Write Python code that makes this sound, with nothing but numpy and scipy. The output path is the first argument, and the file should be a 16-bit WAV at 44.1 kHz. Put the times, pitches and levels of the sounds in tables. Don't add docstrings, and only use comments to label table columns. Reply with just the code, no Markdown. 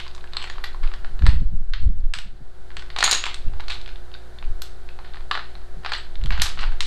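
import sys
import numpy as np
from scipy import signal
from scipy.fft import rfft, irfft, next_fast_len
from scipy.io import wavfile
from scipy.ndimage import uniform_filter1d, map_coordinates

SR = 44100
rng = np.random.default_rng(int(sys.argv[2]) if len(sys.argv) > 2 else 0)


def linear_from_db(decibels):
    return 10 ** (np.asarray(decibels, float) / 20)


def inscribe(sig):
    pcm = np.round(np.clip(np.atleast_2d(sig).T, -1, 1) * 32767)
    wavfile.write(sys.argv[1], SR, pcm.astype(np.int16))


N = 302524


def along(points, hz):
    f, v = np.transpose(points)
    return np.interp(np.log(hz + 1), np.log(f + 1), v)


def unit(x):
    return x / np.sqrt(np.mean(x ** 2) + 1e-20)


def wobble(rate):
    knots = rng.standard_normal(int(N * rate / SR) + 4)
    return map_coordinates(knots, [np.arange(N) * rate / SR])


def noise(spectrum):
    m = next_fast_len(N + 8192)
    gain = linear_from_db(along(spectrum, np.fft.rfftfreq(m, 1 / SR)))
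    return unit(irfft(rfft(rng.standard_normal(m)) * gain, m)[:N])


def steady(x, span_s):
    power = np.abs(uniform_filter1d(x ** 2, int(span_s * SR)))
    return unit(x / np.sqrt(power + 0.072))


def causal(gain, lag_s):
    cepstrum = irfft(np.log(gain + 1e-6))
    cepstrum[1:len(gain) - 1] *= 2
    cepstrum[len(gain):] = 0
    phase = np.pi * SR / len(gain) * np.cumsum(lag_s)
    return irfft(np.exp(rfft(cepstrum) - 1j * phase))


# f/Hz, T60/s
REVERBERATION = [(500, 0.23), (1500, 0.3), (4000, 0.3), (9000, 0.25), (13000, 0.16), (16000, 0.106)]
# delay t/s, level/dB
REFLECTIONS = [(.0027, -5), (.005, -9.5), (.013, -14), (.019, -21)]


def room_answers(wet_db, build_s, count=24):
    hz, t, z = signal.stft(rng.standard_normal((count, SR * 2 // 5)), SR, nperseg=256)
    decay = linear_from_db(-60 * t / along(REVERBERATION, hz)[:, None])
    tails = signal.istft(z * decay, SR, nperseg=256)[1]
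    since = np.arange(tails.shape[1]) / SR
    tails = tails * (1 - np.exp(-since / build_s) + 0.43 * np.exp(-since / 0.008))
    tails *= linear_from_db(18 * uniform_filter1d(rng.standard_normal(tails.shape), size=100, axis=1))
    tails = linear_from_db(wet_db) * tails / np.linalg.norm(tails, axis=1, keepdims=True)
    tails[:, 0] = 1
    for s, db in REFLECTIONS:
        delays = np.round(s * SR * rng.uniform(.92, 1.08, count)).astype(int)
        tails[np.arange(count), delays] += linear_from_db(db)
    return tails


def among(s, times):
    return np.min(np.abs(s - np.array(times))) < .003


INDIRECT = [0, .831, 3.255, 3.699, 4.992, 5.046, 5.056, 5.836, 6.376, 5.932, 6.322, 6.433, 6.5905, 6.609,
            6.72]
NEAR = [.746, 3.0268, 3.0635, 3.0775, 3.1118, 3.239, 3.343, 4.386, 4.426, 5.848, 6.155, 6.237, 6.2595]
INDIRECT_DB, NEAR_DB = -8, -4
LIGHT_DRY = .1


def place(out, s, direct, spread, answer, db):
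    room_db = LIGHT_DRY * db + NEAR_DB * among(s, NEAR)
    heard = signal.fftconvolve(spread, np.r_[0, linear_from_db(room_db) * answer[1:]])
    heard[:len(direct)] += direct * linear_from_db(INDIRECT_DB * among(s, INDIRECT))
    out[round(s * SR):][:len(heard)] += heard


# t/s, peak level/dB, body mode f/Hz, sharpness level/dB
STACKED = [(0.0, -17, 2960, -18), (0.274, -35, 2720, -39), (0.334, -22, 3970, -30),
           (0.368, -12.5, 4300, -29), (0.417, -22, 3100, -28), (0.473, -27, 1900, -22),
           (0.4992, -17.5, 1710, -23), (0.64, -15, 1930, -25), (0.875, -29, 2600, -23),
           (0.938, -22, 1720, -23), (1.265, -8.5, 1830, -23), (2.768, -17.5, 2530, -20.5),
           (2.986, -13.5, 2630, -12.5), (3.0056, -9, 4270, -19), (3.063, -6, 4300, -35),
           (3.117, -9, 3930, -3), (3.239, -9, 2570, -26), (3.482, -39, 2700, -38), (3.682, -18, 4300, -19),
           (3.699, -10.5, 2400, -21), (3.877, -27, 2230, -24), (3.958, -33.5, 3600, -25),
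           (4.14, -29, 3820, -33), (4.386, -31, 3630, -30), (5.046, -25, 1740, -40),
           (5.136, -32, 3770, -33), (5.312, -8, 3900, -40), (5.861, -10.5, 1650, -33),
           (6.238, -24.5, 3860, -20), (6.322, -11, 1740, -31)]
ROCKED = [(.065, -27, 990, -42), (0.476, -26, 1400, -35), (.838, -26, 2220, -22), (0.9332, -35, 1470, -35),
          (1.256, -23, 1800, -41), (1.306, -33, 1820, -35), (1.374, -40, 2780, -37),
          (1.674, -49, 1500, -40), (1.697, -43, 1520, -40), (2.038, -43, 1510, -34),
          (2.715, -36, 1500, -35), (3.0832, -11, 1300, -35), (3.584, -42, 800, -40),
          (3.604, -25, 1410, -32), (4.149, -30.5, 1506, -35), (4.4412, -36, 2580, -35.5),
          (5.056, -30, 1214, -40), (5.157, -31, 1200, -35), (5.207, -34, 1210, -40),
          (5.615, -41, 1190, -34), (5.854, -22, 1500, -35), (5.924, -18, 1280, -23),
          (6.269, -32, 1400, -35), (6.353, -25, 1290, -35), (6.377, -24, 1300, -26),
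          (6.458, -18, 1200, -34), (6.58, -24, 1210, -40)]
CLICKED = [(0.079, -29, 4700, -16.5), (0.211, -41, 4000, -28), (0.425, -19, 3050, -21),
           (1.7358, -13, 1690, -32), (2.1372, -10, 1580, -17), (2.902, -22, 1900, -31),
           (3.0425, -5.5, 4200, -16), (3.137, -12, 3800, -15), (3.1483, -10, 3800, -28),
           (3.162, -16, 3960, -36), (3.255, -8.5, 2460, -19.5), (3.343, -18.5, 3800, -10.5),
           (3.814, -31, 4020, -14), (3.86, -26.5, 3330, -29), (3.89, -25, 1570, -37),
           (4.481, -47, 3000, -28), (4.889, -28.5, 2580, -43), (5.9325, -8, 4400, -29),
           (6.155, -25.5, 3500, -35), (6.398, -13.5, 3120, -30), (6.4136, -15, 1760, -43),
           (6.5898, -10, 1290, -29), (6.8058, -8, 3800, -12.5)]
CORNERS = [(0.111, -37, 4200, -25), (0.163, -41, 4000, -10), (1.404, -45, 3500, -12),
           (2.187, -19, 3200, -17), (3.0386, -3, 4430, -16), (3.0933, -13, 2000, -20),
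           (3.1118, -9, 4430, -3), (3.127, -6, 4240, -13.5), (3.605, -31, 4100, -15),
           (3.742, -29, 3960, -14), (4.116, -38, 3300, -31), (4.6193, -20.5, 3950, -7),
           (6.2591, -22.5, 3150, -15.5), (6.418, -7.5, 1800, -4.5), (6.433, -18, 4340, -7),
           (6.467, -19, 3760, -17), (6.5, -20, 1500, -22)]
SET_DOWN = [(0.149, -33.5, 3740, -5), (0.179, -32.5, 1080, -33), (0.241, -31.5, 1650, -39),
            (0.349, -32, 1770, -21), (0.441, -20.5, 2750, -21), (0.557, -35, 1120, -32),
            (0.582, -26, 1220, -42), (0.746, -33, 1190, -25), (0.831, -22, 1150, -30),
            (0.916, -30, 1260, -30), (1.046, -25.5, 1630, -41), (1.192, -30, 4040, -19),
            (1.2215, -25.5, 1600, -23), (2.704, -35, 1740, -39), (2.823, -31, 1920, -16),
            (2.963, -15, 3800, -21), (3.0268, -4, 1840, -18), (3.0775, -10, 3870, -17),
            (3.265, -15.5, 2630, -30)]
RATTLED = [(0.208, -39, 3000, -35), (.325, -38, 2500, -35), (.445, -29, 4200, -34),
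           (0.6429, -21, 4700, -15.5), (.73, -40, 4300, -30), (.856, -38, 3500, -30),
           (1.2763, -29, 4300, -28), (1.992, -61, 4500, -17), (2.004, -54, 4500, -10),
           (2.794, -24, 3370, -20), (2.988, -13, 4000, -13), (3.008, -11.5, 4200, -22),
           (3.639, -39, 3800, -32), (3.052, -11, 4400, -20), (3.1326, -11, 4050, -18),
           (4.449, -38, 2400, -35), (3.7044, -17.5, 4200, -20), (3.7112, -19, 3640, -20),
           (3.72, -18.5, 3920, -22), (5.936, -14.5, 4200, -24), (5.95, -19, 1810, -21),
           (6.4203, -8, 4400, -20), (3.057, -12, 4000, -22), (3.099, -16, 3900, -24),
           (3.103, -16, 1500, -28), (3.122, -15, 4000, -20), (3.1555, -16, 4000, -22),
           (2.15, -30, 4200, -22), (5.895, -24, 1500, -28), (6.463, -19, 1300, -25),
           (3.729, -24, 3500, -25), (1.292, -26, 4500, -22), (3.019, -20, 2000, -28)]
SHUFFLED = [(3.536, -34, 860, -37.5), (3.598, -25, 853, -41), (4.426, -29.5, 2710, -35),
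            (4.989, -30, 860, -43.5), (5.144, -31, 1690, -27), (5.17, -32.5, 1730, -30),
            (5.352, -14, 1850, -25.5), (5.3745, -18, 1440, -36), (5.393, -26, 1760, -32),
            (5.553, -33, 3990, -30), (5.834, -31, 1820, -27), (5.848, -19.5, 1540, -26),
            (5.919, -15, 1700, -19), (6.2137, -35.5, 3000, -27), (6.306, -17, 2600, -22),
            (6.376, -18, 1550, -23), (6.574, -27.5, 1320, -29), (6.608, -20, 1750, -13),
            (6.631, -19.5, 2740, -34), (6.638, -20, 1510, -35), (6.72, -26, 1570, -21)]
# thud level/dB, air level over sharpness/dB
KINDS = [
    (14.5, -11),
    (15.5, -14),
    (7.5, -7.5),
    (-2.5, -8),
    (7, 3),
    (8, -5.5),
    (-6, -10),
]
# f/Hz, level/dB
THUD = [(100, -31.5), (300, -20.5), (500, -14.5), (850, -3), (1200, -4), (1600, -6), (2600, -12),
        (16000, -83)]
# f/Hz, level/dB
KNOCK = [(200, -88), (900, -1.5), (1500, 2), (2300, 2.5), (4300, 4.5), (4900, -2.5), (5600, -15.5),
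         (16000, -76.5)]
# f/Hz, level/dB
EDGE = [(200, -84), (3000, -7), (5000, -1), (6500, -3.5), (8500, -7.5), (10500, -25), (16000, -66)]
# f/Hz, level/dB
AIR = [(200, -93), (5000, -28), (8500, -3), (10000, -0.5), (13000, -7), (16000, -32.5), (20000, -56)]
SPOTS = 110
EDGE_DB, BLOW_DB = 13, 10.5
BODY_DB, BODY_WIDTH = 6, .11
LIGHT_RINGS = .18
ROOM_BODY = .6


def contacts(answers):
    tables = (SET_DOWN, SHUFFLED, STACKED, CLICKED, CORNERS, ROCKED, RATTLED)
    hits = [(*row, *kind) for table, kind in zip(tables, KINDS) for row in table]
    hz = np.fft.rfftfreq(1024, 1 / SR)
    colours = np.array([linear_from_db(along(c, hz)) for c in (THUD, KNOCK, EDGE, AIR)])
    small_modes = uniform_filter1d(rng.standard_normal((SPOTS, len(hz))), size=7, axis=1)
    scatter = np.abs(uniform_filter1d(rng.standard_normal(small_modes.shape), size=24, axis=1))
    lags_s = .0004 + (.002 + hz / 9e6) * scatter
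    out = np.zeros(N + SR)
    for k, (s, db, body_hz, sharp_db, thud_db, air_db) in enumerate(hits):
        spot = k % SPOTS
        levels_db = [thud_db, 0, sharp_db + EDGE_DB, sharp_db + air_db]
        power = linear_from_db(levels_db) ** 2 @ colours ** 2
        plain = np.sqrt(power) * linear_from_db(5 * small_modes[spot])
        detuning = (hz - body_hz) / (BODY_WIDTH * body_hz)
        body_db = (BODY_DB - LIGHT_RINGS * db) / (1 + detuning ** 2)
        direct = linear_from_db(db + BLOW_DB) * causal(plain * linear_from_db(body_db), lags_s[spot])
        spread = linear_from_db(db + BLOW_DB) * causal(plain * linear_from_db(ROOM_BODY * body_db), lags_s[spot])
        place(out, s, direct, spread, answers[k % len(answers)], db)
    return out[:N]


# t/s, peak level/dB, f/Hz
RINGS = [(.179, -51, 1110), (.746, -24, 1050), (.334, -46, 7840), (.3684, -30, 7850), (.425, -37, 7950),
         (.441, -37, 7650), (.498, -35, 6850), (.64, -35, 11400), (1.265, -26.5, 8170), (2.137, -27, 8000),
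         (2.768, -38, 7800), (2.986, -33, 6400), (3.028, -26, 6500), (3.042, -3, 6750), (3.043, -21, 11200),
         (3.094, -16, 7340), (3.1296, -7, 6670), (3.149, -16, 6760), (3.24, -26, 7400),
         (5.312, -10.5, 1180), (3.344, -28.5, 8250), (4.62, -29, 12600), (5.312, -35.5, 7460),
         (5.313, -41, 10160), (5.98, -35.5, 7830), (6.378, -39, 6800), (6.419, -21, 11600),
         (2.188, -36, 8000), (3.265, -29.5, 7430), (3.04, -16, 8600), (6.238, -42, 7400),
         (6.306, -46, 13000), (3.112, -7, 7030), (3.112, -17, 8200), (3.053, -16, 6700), (5.893, -46, 8300),
         (5.981, -38, 4330), (4.62, -38, 13600), (.242, -52, 7900), (3.815, -53, 8200), (6.419, -21, 7300)]
# t/s, peak level/dB, f/Hz
NOTES = [(1.736, -26, 1600), (1.736, -26.5, 2630), (1.736, -29, 3600), (2.1375, -22, 1550),
         (2.1375, -25, 2700), (2.1375, -22, 3450), (1.2655, -22, 1300), (1.2655, -23, 2400),
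         (1.2655, -22, 3900), (3.24, -23, 2600), (3.239, -23, 1190), (3.2639, -25, 2590),
         (3.3436, -27, 4060), (5.312, -16.5, 1670), (5.3125, -20, 2900), (5.3125, -17, 4050),
         (5.353, -24, 1800), (5.863, -24, 1220), (6.305, -25, 1710), (6.307, -27.5, 910),
         (6.806, -26, 3640), (6.805, -27, 1860), (0.3688, -19, 4220), (0.369, -35, 1450),
         (0.335, -32, 3970), (3.028, -15, 1420), (3.007, -14, 4180), (3.1175, -13, 3870),
         (5.848, -27, 1570), (5.849, -29, 2530), (1.276, -27, 1800), (1.2755, -26, 4330),
         (3.064, -25, 1480), (3.078, -18, 1314), (4.387, -41, 4250), (5.92, -20, 1250), (5.375, -27, 1500),
         (5.394, -29, 1250), (3.599, -33, 950), (1.271, -27, 1800), (6.377, -21, 1500), (4.889, -36, 2600),
         (2.987, -24, 700), (2.987, -34, 520), (3.007, -30, 520), (3.04, -27, 520), (3.04, -21, 850),
         (3.064, -29, 500), (3.127, -28, 500), (3.16, -31, 480), (3.148, -32, 500), (5.92, -21, 4300),
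         (5.921, -25, 2400), (4.62, -33, 1500), (5.001, -36, 1000), (3.128, -18, 1600), (6.463, -24, 1250),
         (2.188, -33, 1500)]
# t/s, peak level/dB, f/Hz
CHIMES = [
    (4.14, -30, 3710),
    (4.141, -39, 4600),
    (4.387, -39, 3600),
    (4.889, -44, 2660),
    (4.891, -44, 1720),
    (4.426, -44, 860),
]
RING_T60_S, CHIME_T60_S, NOTE_T60_S = 0.013, 0.034, 0.021
ROOM_RING_DB, ROOM_CHIME_DB, ROOM_NOTE_DB = -2, -6, -8


def free_modes(answers):
    t = np.arange(2048) / SR
    onset = (1 - np.exp(-t / 0.000153)) ** 2
    groups = ((RINGS, RING_T60_S, ROOM_RING_DB),
              (CHIMES, CHIME_T60_S, ROOM_CHIME_DB),
              (NOTES, NOTE_T60_S, ROOM_NOTE_DB))
    tones = [(*row, *kind) for table, *kind in groups for row in table]
    out = np.zeros(N + SR)
    for k, (s, db, ring_hz, t60, room_db) in enumerate(tones):
        ring = linear_from_db(db - 60 * t / t60) * np.sin(2 * np.pi * ring_hz * t) * onset
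        place(out, s, ring, linear_from_db(room_db) * ring, answers[k % len(answers)], db)
    return out[:N]


def blocks():
    answers = room_answers(wet_db=-2, build_s=.012)
    return contacts(answers) + free_modes(answers)


def late_room(x):
    t60_s, level_db = 0.67, -21
    fade = linear_from_db(-60 * np.arange(SR) / SR / t60_s) ** 2
    power = signal.fftconvolve(x ** 2, fade / fade.sum())[:N]
    return linear_from_db(level_db) * np.sqrt(np.abs(power)) * noise(KNOCK)


# f/Hz, level/dB, phase waver/rad
HUM = [(58.3, -44, .8), (114.5, -57, 1.3), (151, -70.5, .5), (200, -69, .5), (359.3, -56.5, .12),
       (403.7, -63.5, .4), (519, -70, .4), (689.8, -66, .4), (747.5, -64.5, .4), (1308, -72, .6),
       (1437, -70, .6), (1497, -70, .6)]
# f/Hz, spectral level/dB per Hz
HISS = [(40, -35), (80, -40), (150, 1.5), (210, -8), (300, -9.5), (420, -5.5), (770, -5.5), (1100, -11),
        (1600, -7.5), (2500, -20.5), (4200, -16), (5500, -25), (9000, -27), (16000, -40.5)]
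DUCK_S, DUCK_DB, ATTACK_S, HOLD_S, RELEASE_S = 1.22, -9.5, 0.3, 0.73, 0.5
HISS_DB, HISS_FOLLOWS = -52, 0.88


def fan():
    t = np.arange(N) / SR
    corners_s = DUCK_S + np.cumsum([0, ATTACK_S, HOLD_S, RELEASE_S])
    duck_db = np.interp(t, corners_s, [0, DUCK_DB, DUCK_DB, 0])
    lines = np.zeros(N)
    for hz, db, waver in HUM:
        level = linear_from_db(db + 3.0 + 0.3 * wobble(10.0))
        lines += level * np.sin(2 * np.pi * hz * t + waver * wobble(5.8))
    hiss_db = HISS_DB + HISS_FOLLOWS * duck_db + 0.12 * wobble(4.3)
    return linear_from_db(duck_db) * lines + linear_from_db(hiss_db) * noise(HISS)


# t/s, level/dB
DRAUGHT = [(0, -78), (1.18, -49), (1.24, -17.5), (1.4, -30.5), (1.74, -53), (1.84, -26), (2.29, -67.5),
           (3.38, -68.5), (3.47, -36), (3.54, -43), (4.38, -87.5), (4.51, -41.5), (4.66, -68), (6.1, -69.5),
           (6.24, -28), (6.42, -37), (6.5, -51), (6.86, -42)]
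# usual level/dB, growth/dB per dB of draught
EDDIES = [
    (-20.5, 0.3287),
    (-35.5, .55),
    (-50, 1.06),
    (-54.5, 0.9314),
]
# f/Hz, spectral level/dB per Hz
SWAY = [(.5, 10), (3, -11), (9, 5), (16, -67), (40, -140)]
PUSH = [(4, -14.5), (11, -1), (20, 2), (32, 8), (50, -64.5), (150, -140)]
BUFFET = [(20, -15), (32, -4.5), (55, 5.5), (85, -21), (120, -42), (250, -140)]
FLUTTER = [(50, -11), (75, 5), (130, -13), (220, -20.5), (350, -44), (600, -58), (1500, -140)]
# t/s, peak level/dB
PUFFS = [(0.377, -41), (1.095, -35), (1.218, -13.5), (1.265, -7), (1.326, -16), (1.408, -16.5),
         (1.518, -20), (1.6, -31), (1.791, -30), (1.873, -20), (1.972, -31), (2.161, -34), (2.247, -30.5),
         (2.324, -34.5), (2.4, -30), (2.769, -36), (3.462, -48.5), (3.569, -54), (3.767, -33), (4.498, -53),
         (5.772, -27.5), (6.238, -18), (6.295, -25), (6.388, -23), (6.54, -34), (6.579, -31), (1.9, -30),
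         (3.03, -35), (.52, -40), (5.55, -40)]
# f/Hz, spectral level/dB per Hz
PUFF = [(40, -49), (90, 2), (170, -1), (400, -24.5), (700, -31), (1500, -140)]
# t/s, peak level/dB
SHOVES = [(.55, -36), (0.848, -14), (1.1, -21), (1.3, -16), (1.6, -14.5), (1.75, -19), (2.05, -14.5),
          (2.3, -29), (2.8, -32), (3.48, -22.5), (3.95, -30), (4.481, -18.5), (5.2, -28), (5.7, -26.5),
          (6.151, -33), (6.68, -14.5)]
# f/Hz, spectral level/dB per Hz
SHOVE = [(8, -18.5), (16, 17), (30, -4.5), (50, -26), (90, -58), (250, -120)]
USUAL_DB, SHOVE_S = -55, 0.073


def draught():
    t = np.arange(N) / SR
    strength_db = np.interp(t, *np.transpose(DRAUGHT))
    sway_db, push_db, buffet_db, flutter_db = [
        db + grows * (strength_db - USUAL_DB) for db, grows in EDDIES]
    lumps = wobble(26)
    buffet = unit(linear_from_db(2.5 * lumps) * steady(noise(BUFFET), .08))
    flutter = unit(linear_from_db(3 * lumps) * steady(noise(FLUTTER), .06))
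    air = linear_from_db(sway_db) * steady(noise(SWAY), 0.069)
    air += linear_from_db(push_db) * steady(noise(PUSH), 0.333)
    air += linear_from_db(buffet_db) * buffet + linear_from_db(flutter_db) * flutter
    puff = steady(noise(PUFF), 0.052)
    for s, db in PUFFS:
        near = slice(max(round((s - .05) * SR), 0), round((s + .1) * SR))
        since = t[near] - s - .015
        air[near] += linear_from_db(db - 13.0) * np.exp(-(since / 0.018) ** 2) * puff[near]
    shoves = sum(linear_from_db(db) * np.exp(-((t - s) / SHOVE_S) ** 2) for s, db in SHOVES)
    return air + shoves * steady(noise(SHOVE), 0.13)


def scene():
    wood = blocks()
    return (wood + late_room(wood) + fan() + draught())[None]


def top_cut(x):
    return signal.sosfilt(signal.butter(12, 16200, fs=SR, output="sos"), x)


def record(dry):
    top, knee = 1.02, 8
    held = dry / (1 + np.abs(dry / top) ** knee) ** (1 / knee)
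    band_limit = signal.butter(12, 15900, fs=SR, output="sos")
    mix = signal.sosfiltfilt(band_limit, held)
    return top_cut(mix)


dry = scene()
out = record(dry)
inscribe(out)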